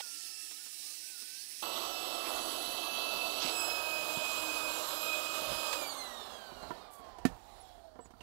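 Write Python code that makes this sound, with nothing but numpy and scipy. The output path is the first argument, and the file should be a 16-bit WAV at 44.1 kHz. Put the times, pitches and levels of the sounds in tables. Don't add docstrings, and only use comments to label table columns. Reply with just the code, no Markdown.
import sys
import numpy as np
from scipy import signal
from scipy.fft import rfft, irfft, next_fast_len
from scipy.io import wavfile
from scipy.ndimage import uniform_filter1d

SR = 44100
rng = np.random.default_rng(int(sys.argv[2]) if len(sys.argv) > 2 else 0)


def gain_from_db(level_db):
    decades = np.asarray(level_db, float) / 20
    return 10 ** decades


def transcribe(u):
    v = np.clip(np.atleast_2d(u).T, -1, 1)
    q = np.round(v * 32767).astype(np.int16)
    wavfile.write(sys.argv[1], SR, q)


N = 362502
SLOW = 32
MOVE_S, SLIP_S, SWITCH_OFF_S = 1.625, 3.42, 5.75


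def rms_one(x):
    return x / np.sqrt(np.mean(x ** 2) + 1e-20)


def at_hz(points, hz):
    point_hz, point_db = np.transpose(points)
    return np.interp(np.log(hz), np.log(point_hz), point_db)


def drift(rate_hz):
    r = np.exp(-2 * np.pi * rate_hz * SLOW / SR)
    noise = rng.standard_normal(N // SLOW + 3001)
    return rms_one(signal.lfilter([1], [1, -2 * r, r * r], noise)[3000:])


def full_rate(slow):
    return np.interp(np.arange(N) / SLOW, np.arange(len(slow)), slow)


def ring(clicks, hz, t60):
    r, w = gain_from_db(-60 / (t60 * SR)), 2 * np.pi * hz / SR
    return signal.lfilter([0, np.sin(w)], [1, -2 * r * np.cos(w), r * r], clicks + 1e-18)


def band_noise(order, low_hz, high_hz, n):
    band = signal.butter(order, [low_hz, high_hz], "band", fs=SR, output="sos")
    return signal.sosfilt(band, rng.standard_normal(n))


def bell(t, s, half):
    return np.exp(-((t - s) / half) ** 2)


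def by_side(t, nozzle_db, pump_db, slipped_db):
    slip = np.clip((t - SLIP_S) / 0.18, 0, 1)
    return np.where(t < MOVE_S, nozzle_db, pump_db + (slipped_db - pump_db) * slip)


def rotor(t):
    # time in seconds, blade pass rate in Hz
    speed = [(0, 2676), (.5, 2675), (1.02, 2664), (1.53, 2648), (2.04, 2642), (2.55, 2637), (3.42, 2635),
             (3.5, 2615), (3.63, 2578), (3.8, 2543), (4.0, 2526), (4.59, 2518), (5.1, 2512), (5.6, 2528),
             (5.761, 2525)]
    drag_equals_friction_hz, coast_rate_per_s = 1080.3, .29484
    off_s, off_hz = speed[-1]
    angle = np.arctan(off_hz / drag_equals_friction_hz) - coast_rate_per_s * np.maximum(t - off_s, 0)
    free_hz = drag_equals_friction_hz * np.tan(angle)
    blade_hz = np.where(t < off_s, np.interp(t, *np.transpose(speed)), free_hz)
    return blade_hz, 20 * np.log10(free_hz / off_hz)


def blade_levels():
    # level in dB from the nozzle side, from the pump side,
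    # after the nozzle slips, change in dB when coasting
    blades = [(-67.5, -51, -43.5, -3), (-63, -62.5, -55, 2.5), (-67, -55, -52, -2.5),
              (-62.5, -58.5, -59.5, 1), (-80, -58.5, -58, -5), (-99.5, -90, -73, 6)]
    # time in seconds, half length in seconds, change in dB
    hand_turns = [
        [(.4, 0.076, 7.5), (.8, 0.28, -2), (3.412, 0.01, -12)],
        [(1.86, 0.1, -5.5), (2.5, 0.046, -7), (3.15, 0.29, 8.5), (4.88, 0.12, -16), (5.14, 0.15, 2),
         (5.5, 0.28, -5)],
        [(2.0, 0.3, 9), (3.65, 0.22, 8.5), (4.8, 0.093, -8), (5.6, 0.11, 6.5)],
        [(2.98, 0.2, -16), (3.6, .08, 10.5), (3.91, 0.16, -12), (4.87, 0.11, -2), (5.5, 0.094, -20)],
        [(1.45, .2, 6), (1.9, 0.15, -12), (2.55, 0.27, 5.5), (3.62, 0.16, 4), (4.12, 0.087, -1),
         (4.58, 0.091, 5), (5.3, 0.12, -13), (5.54, 0.078, 6.5)],
        [(3.8, .12, -3), (4.98, 0.14, 10), (5.38, .07, 5)],
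        [],
    ]
    # frequency in Hz, gain in dB
    housing = [(700, 14.5), (1000, 5), (1700, -10), (2620, -5), (2900, 2.5), (4300, 6), (5900, -3),
               (16000, 12)]
    echo_share, echo_comb_hz = 0.42, 433
    t = np.arange(0, N, SLOW) / SR
    blade_hz, slower_db = rotor(t)
    coast = np.clip((t - SWITCH_OFF_S) / 0.15, 0, 1)
    levels = []
    for k, (nozzle_db, pump_db, slipped_db, coast_db) in enumerate(blades):
        line_hz = (k + 1) * blade_hz
        turned_db = sum(db * bell(t, s, half) for s, half, db in hand_turns[0] + hand_turns[k + 1])
        echo_db = 20 * np.log10(abs(1 - echo_share * np.exp(2j * np.pi * line_hz / echo_comb_hz)))
        speed_db = (2.72 + 0.46 * k) * slower_db
        free_db = speed_db + coast * (coast_db + at_hz(housing, line_hz) + echo_db)
        levels.append(full_rate(by_side(t, nozzle_db, pump_db, slipped_db) + turned_db + free_db))
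    return full_rate(blade_hz), levels


def impeller(flutter_db, coast_flutter_db, wobble):
    blade_hz, levels_db = blade_levels()
    turns = np.cumsum(blade_hz * (1 + wobble * full_rate(drift(25)))) / SR / 8
    whine, t = np.zeros(N), np.arange(N) / SR
    depth_db = np.where(t < SWITCH_OFF_S, flutter_db, coast_flutter_db)
    for k, level_db in enumerate(levels_db):
        flutter = depth_db * full_rate(0.22 * drift(11.6) + 0.73 * drift(40))
        tone = np.sin(2 * np.pi * 8 * (k + 1) * turns + k)
        whine += gain_from_db(level_db + 3.0 + flutter) * tone
    whine *= np.clip((8.0 - t) / 0.036, 0, 1)
    return whine + shaft(turns, blade_hz), turns


def shaft(turns, blade_hz):
    # multiple of the shaft rate, level in dB before and in dB after the nozzle slips
    orders = [(1, -60.5, -56), (2, -55, -64.5), (3, -68, -54), (4, -56, -52), (5, -65, -57), (9, -56, -85),
              (12, -63.5, -82), (13, -61, -55), (14, -56, -66), (18, -59.5, -68)]
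    out, t = np.zeros(N), np.arange(N) / SR
    for order, early_db, late_db in orders:
        level_db = np.where(t < SLIP_S, early_db, late_db)
        out += gain_from_db(level_db + 2.28 * full_rate(drift(4.2))) * np.sin(2 * np.pi * round(order) * turns)
    return out * (t > MOVE_S) * (blade_hz / 2550) ** 4.3


def zone_levels(t):
    # level in dB from the nozzle side, pump side, slipped,
    # share of the flow's swing, power of speed when coasting
    zones = [
        (-89.5, -67.5, -68.5, .1, 0.061),
        (-68.5, -44, -45, 0.16, 1.61),
        (-53.5, -44.5, -48, 1.0, 2.85),
        (-50, -50.5, -50.5, 0.85, 3.87),
    ]
    # time in seconds, level in dB
    flow = [(1.64, -47.5), (1.68, -50), (1.81, -47.5), (2.2, -48), (2.74, -46), (3.72, -46), (4.31, -44),
            (5.59, -44.5), (5.74, -45.5)]
    # time in seconds, half length in seconds, low level in dB, high level in dB
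    rubs = [
        (5.52, 0.069, -55.5, -80),
        (6.655, .13, -60, -70.5),
        (7.083, 0.046, -89, -89),
        (7.303, 0.064, -50, -91),
        (7.54, 0.29, -67, -73),
        (8.211, 0.056, -64, -84),
    ]
    roar_spill_db, rush_spill_db, cab_hiss_db = -3.0, 2.5, -85.5
    flow_s, flow_levels_db = np.transpose(flow)
    flow_db = np.interp(t, flow_s, flow_levels_db) - np.mean(flow_levels_db)
    flow_db = flow_db * (t > MOVE_S) * (t < SWITCH_OFF_S)
    low = sum(gain_from_db(low_db) * bell(t, s, half) for s, half, low_db, high_db in rubs)
    high = sum(gain_from_db(high_db) * bell(t, s, half) for s, half, low_db, high_db in rubs) + gain_from_db(cab_hiss_db)
    roar = gain_from_db(roar_spill_db) * low * (t > SWITCH_OFF_S)
    rubbed = [low, roar, gain_from_db(rush_spill_db) * high, high]
    slower_db, gains = rotor(t)[1], []
    for (nozzle_db, pump_db, slipped_db, flow_share, speed_power), rub in zip(zones, rubbed):
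        air_db = by_side(t, nozzle_db, pump_db, slipped_db) + flow_share * flow_db + speed_power * slower_db
        gains.append(np.hypot(gain_from_db(air_db), rub))
    return gains


def air(turns, patchy_db, throb):
    zone_tops_hz = [170, 1900, 5200]
    # frequency in Hz, level in dB per Hz
    nozzle_side = [(18, -79), (30, -33), (248, -27), (289, -16), (322, -21), (485, -25), (1100, -29),
                   (1490, -25.5), (1660, -19), (2610, -5), (3310, -8.5), (5200, 1.5), (6760, -31),
                   (11400, -120)], [(3060, -32), (5200, -2), (5500, 0), (6090, -6), (7490, -8.5),
                   (9570, -2.5), (11000, -10), (12800, -13), (14400, -9), (15700, -19)]
    pump_side = [(18, -48), (30, -9), (142, -23), (315, -6.5), (454, -8), (700, 0), (779, -8), (1200, -1),
                 (1400, -10.5), (1600, -25.5), (1850, -20), (2440, -23.5), (2610, -19), (2780, -12),
                 (3530, -10), (4570, -11.5), (5200, -28), (6760, -51), (11400, -120)], [(3060, -29),
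                 (5200, 1), (5550, 0), (5760, 5), (7670, 0.5), (8850, -8.5), (10200, 4.5), (11800, -11.5),
                 (13400, 17), (15700, -27)]
    slipped_side = [(18, -48), (30, -14), (161, -21), (302, -9.5), (366, -9.5), (628, -1), (831, -5.5),
                    (1230, -2), (2060, -19.5), (2290, -12), (2440, -31.5), (2660, -8.5), (3930, -5),
                    (5200, -17), (6760, -44), (11400, -120)], [(3060, -31), (5200, -1), (5420, -5.5),
                    (6930, 0.5), (7390, -1), (9010, -7.5), (10000, -4), (11300, -3), (15100, -6.5),
                    (15700, -8)]
    # frequency in Hz, level in dB per Hz
    coasting_air = [(18, -28), (30, 1), (66, 2), (137, -14), (566, -5.5), (698, 1.5), (838, -2),
                    (1840, -18), (2460, -23.5), (4150, -18.5), (5830, -26.5), (7990, -29), (15800, -33.5)]
    size = next_fast_len(N)
    white = rfft(rng.standard_normal(size))
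    log_hz = np.log(np.fft.rfftfreq(size, 1 / SR) + 0.0014)
    centres = np.r_[25 * 2 ** np.arange(0, 3, .5), 200 * 2 ** np.arange(0, 6.4, 1 / 6)]
    t = np.arange(0, N, SLOW) / SR
    colours_db = []
    for body, hiss in (nozzle_side, pump_side, slipped_side, (coasting_air, coasting_air)):
        colour_db = np.where(centres < zone_tops_hz[-1], at_hz(body, centres), at_hz(hiss, centres))
        colours_db.append(colour_db[:, None])
    nozzle, pump, slipped, coasting = colours_db
    slip = np.clip((t - SLIP_S) / 0.25, 0, 1)
    coast = np.clip(t - SWITCH_OFF_S, 0, 1)
    moving = pump + slip * (slipped - pump) + coast * (coasting - slipped)
    colour = gain_from_db(np.where(t < MOVE_S, nozzle, moving))
    zones, zone_gain, gust = np.searchsorted(zone_tops_hz, centres), zone_levels(t), drift(5)
    share = np.gradient(centres) / (SR / 2)
    out = np.zeros(N)
    for k in range(len(centres)):
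        same = zones == zones[k]
        level = zone_gain[zones[k]] / np.sqrt(share[same] @ colour[same] ** 2)
        patches = gain_from_db(patchy_db * (gust + 1.26 * drift(7.8) + 1.72 * drift(0.69)))[:len(t)]
        part = np.interp(log_hz, np.log(centres), np.eye(len(centres))[k], left=0)
        out += full_rate(level * colour[k] * patches) * irfft(white * part, size)[:N]
    return out * (1 + throb * np.sin(2 * np.pi * turns))


def leak():
    # time in seconds, frequency in Hz, level in dB
    whistles = [
        [(0.02, 1457, -64), (0.092, 1383, -70.5), (0.432, 1284, -75), (0.494, 1325, -82), (0.514, 1241, -75),
         (0.578, 1306, -77), (0.608, 1500, -74), (0.706, 1217, -78), (0.74, 1238, -74)],
        [(0.82, 1101, -81), (0.882, 1249, -74), (0.922, 1188, -75), (0.96, 1408, -78)],
        [(1.02, 1486, -75), (1.104, 1550, -71), (1.186, 1374, -71), (1.208, 1461, -76), (1.366, 1556, -71),
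         (1.478, 1770, -78), (1.5, 1706, -73)],
    ]
    gate, t = np.zeros(N), np.arange(N) / SR
    for rows in whistles:
        gate += np.clip(np.minimum(t - rows[0][0], rows[-1][0] - t) / 0.0054, 0, 1)
    row_s, row_hz, row_db = np.transpose(np.concatenate(whistles))
    hz, level_db = np.interp(t, row_s, row_hz), np.interp(t, row_s, row_db)
    phase = 2 * np.pi * np.cumsum(hz * (1 + 0.0038 * full_rate(drift(40)))) / SR
    return gate * gain_from_db(level_db + 6.5 + 2.2 * full_rate(drift(25))) * np.sin(phase)


def hums():
    # start in seconds, end in seconds, frequency in Hz, t60 in seconds, level in dB
    tones = [
        (0, 1.65, 826, 0.4, -81),
        (0, 1.65, 325, .08, -80),
        (4.95, 5.95, 1250, .012, -53),
        (1.6, 4.2, 716, 0.045, -54.5),
        (3.5, 5.7, 625, 0.05, -52.5),
        (6.6, 7.2, 736.5, 0.064, -62.5),
        (7.53, 7.84, 3330, .02, -73),
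    ]
    out, t = np.zeros(N), np.arange(N) / SR
    for start, end, hz, t60, db in tones:
        rough = ring(ring(rng.standard_normal(N), hz, t60), hz, t60)
        out += gain_from_db(db) * rms_one(rough) * np.clip(np.minimum(t - start, end - t) / 0.13, 0, 1)
    return out


def puffs():
    # start in seconds, length in seconds, centre in Hz, level in dB
    bursts = [
        (0, 0.018, 840, -46),
        (0, 0.021, 2920, -45),
        (0.033, 0.07, 800, -67),
        (2.223, 0.11, 2200, -51),
        (3.401, 0.056, 3920, -35.5),
        (3.434, 0.098, 3640, -39.5),
        (6.901, 0.13, 10200, -62.5),
        (6.614, 0.067, 950, -55),
    ]
    out = np.zeros(N)
    for s, length, hz, db in bursts:
        i, n = round(s * SR), round(length * SR)
        noise = band_noise(2, hz / 1.46, hz * 1.385, SR // 4)
        ragged_db = 2.5 * rms_one(uniform_filter1d(rng.standard_normal(SR // 4), size=250))
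        noise = rms_one(noise * gain_from_db(ragged_db))
        out[i:i + n] += gain_from_db(db) * noise[-n:] * np.sin(np.pi * np.linspace(0, 1, n) ** 0.63)
    return out


def pats():
    # time in seconds, peak in dB, body in
    # Hz, body t60 in seconds, slap in dB
    thuds = [
        (3.447, -31.5, 226, 0.068, -70),
        (4.172, -31, 169, 0.03, -75),
        (5.419, -38.5, 317, 0.085, -75),
        (5.518, -38, 192, 0.091, -75),
        (6.52, -44, 237, 0.086, -85),
        (6.996, -47, 248, 0.15, -71),
        (8.056, -44.5, 165, 0.051, -60),
        (8.137, -47, 225, 0.073, -77),
             (0.511, -56, 910, 0.08, -44.5), (0.661, -59, 291, 0.064, -48), (1.22, -55, 250, 0.096, -47),
               (5.729, -71, 1180, 0.07, -29), (6.629, -40, 846, 0.21, -60), (6.706, -28.5, 643, 0.12, -56),
               (7.042, -46, 694, 0.039, -60), (7.185, -40, 700, 0.1, -53), (7.252, -15, 273, 0.055, -31),
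               (7.779, -49, 660, 0.07, -73), (7.956, -44.5, 305, 0.13, -74),
               (7.99, -38.5, 466, 0.12, -77.5), (8.106, -50.5, 385, 0.07, -60),
               (8.208, -48, 605, 0.11, -52)]
    # frequency in Hz, level in dB, t60 in seconds
    mattress = [(123, -12, 0.14), (175, -13.5, 0.27), (260, -6, 0.14), (364, -2.5, 0.08), (460, 6.5, 0.042),
                (705, 7, 0.03), (975, 7.5, 0.034), (1365, 0, 0.058), (1780, -10, 0.15), (2900, -15, 0.17)]
    out, n = np.zeros(N + SR), SR // 4
    t = np.arange(n) / SR
    no_deep_bass = signal.butter(2, 130, "high", fs=SR, output="sos")
    for s, peak_db, body_hz, t60, slap_db in thuds:
        push = np.zeros(n)
        push[0], push[90] = -.6, 1
        push += 0.082 * rng.standard_normal(n) * gain_from_db(-60 * t / (.5 * t60))
        thud = 0.72 * ring(push, body_hz, 0.93 * t60)
        for hz, db, decay in mattress:
            far_db = -3.6 * abs(np.log2(hz / body_hz))
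            thud += gain_from_db(db + far_db + rng.normal(0, 2.4)) * ring(push, hz, decay * t60 / 0.091)
        thud = signal.sosfilt(no_deep_bass, thud)
        slap = band_noise(1, 900, 5000, n) * (gain_from_db(-60 * t / 0.085) + 0.052 * gain_from_db(-60 * t / 0.6))
        i = round(s * SR)
        out[i:i + n] += gain_from_db(peak_db) * thud / abs(thud).max() + gain_from_db(slap_db) * slap
    return out[:N]


def squeaks():
    # start in seconds, length in seconds, start in Hz, end in Hz, level in dB
    chirps = [
        (7.602, 0.035, 10400, 10290, -53),
        (8.004, 0.093, 7800, 7900, -59),
        (8.045, 0.033, 6900, 6850, -59),
        (8.205, 0.026, 2860, 2830, -50.5),
    ]
    out = np.zeros(N + SR)
    for s, length, start_hz, end_hz, db in chirps:
        i, u = round(s * SR), np.linspace(0, 1, round(length * SR))
        waver_hz = 150 * np.sqrt(130) * uniform_filter1d(rng.standard_normal(len(u)), size=130)
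        hz = start_hz + (end_hz - start_hz) * u + waver_hz
        swell = 2.5 * np.sqrt(u) * (1 - u) ** 2
        out[i:i + len(u)] += gain_from_db(db) * swell * np.sin(2 * np.pi * np.cumsum(hz) / SR)
    return out[:N]


def scene():
    whine, turns = impeller(flutter_db=3.2, coast_flutter_db=3.8, wobble=.0005)
    roar = air(turns, patchy_db=0.9939, throb=0.026)
    sound = whine + roar + leak() + hums() + puffs() + pats() + squeaks()
    mic_gain_db = 6.0
    return np.array([np.zeros(N), gain_from_db(mic_gain_db) * sound])


def low_pass(x):
    return signal.sosfilt(signal.butter(12, 16810, fs=SR, output="sos"), x)


def record(dry):
    top_cut = signal.ellip(12, .5, 45, 15730, fs=SR, output="sos")
    return low_pass(signal.sosfilt(top_cut, dry))


dry = scene()
out = record(dry)
transcribe(out)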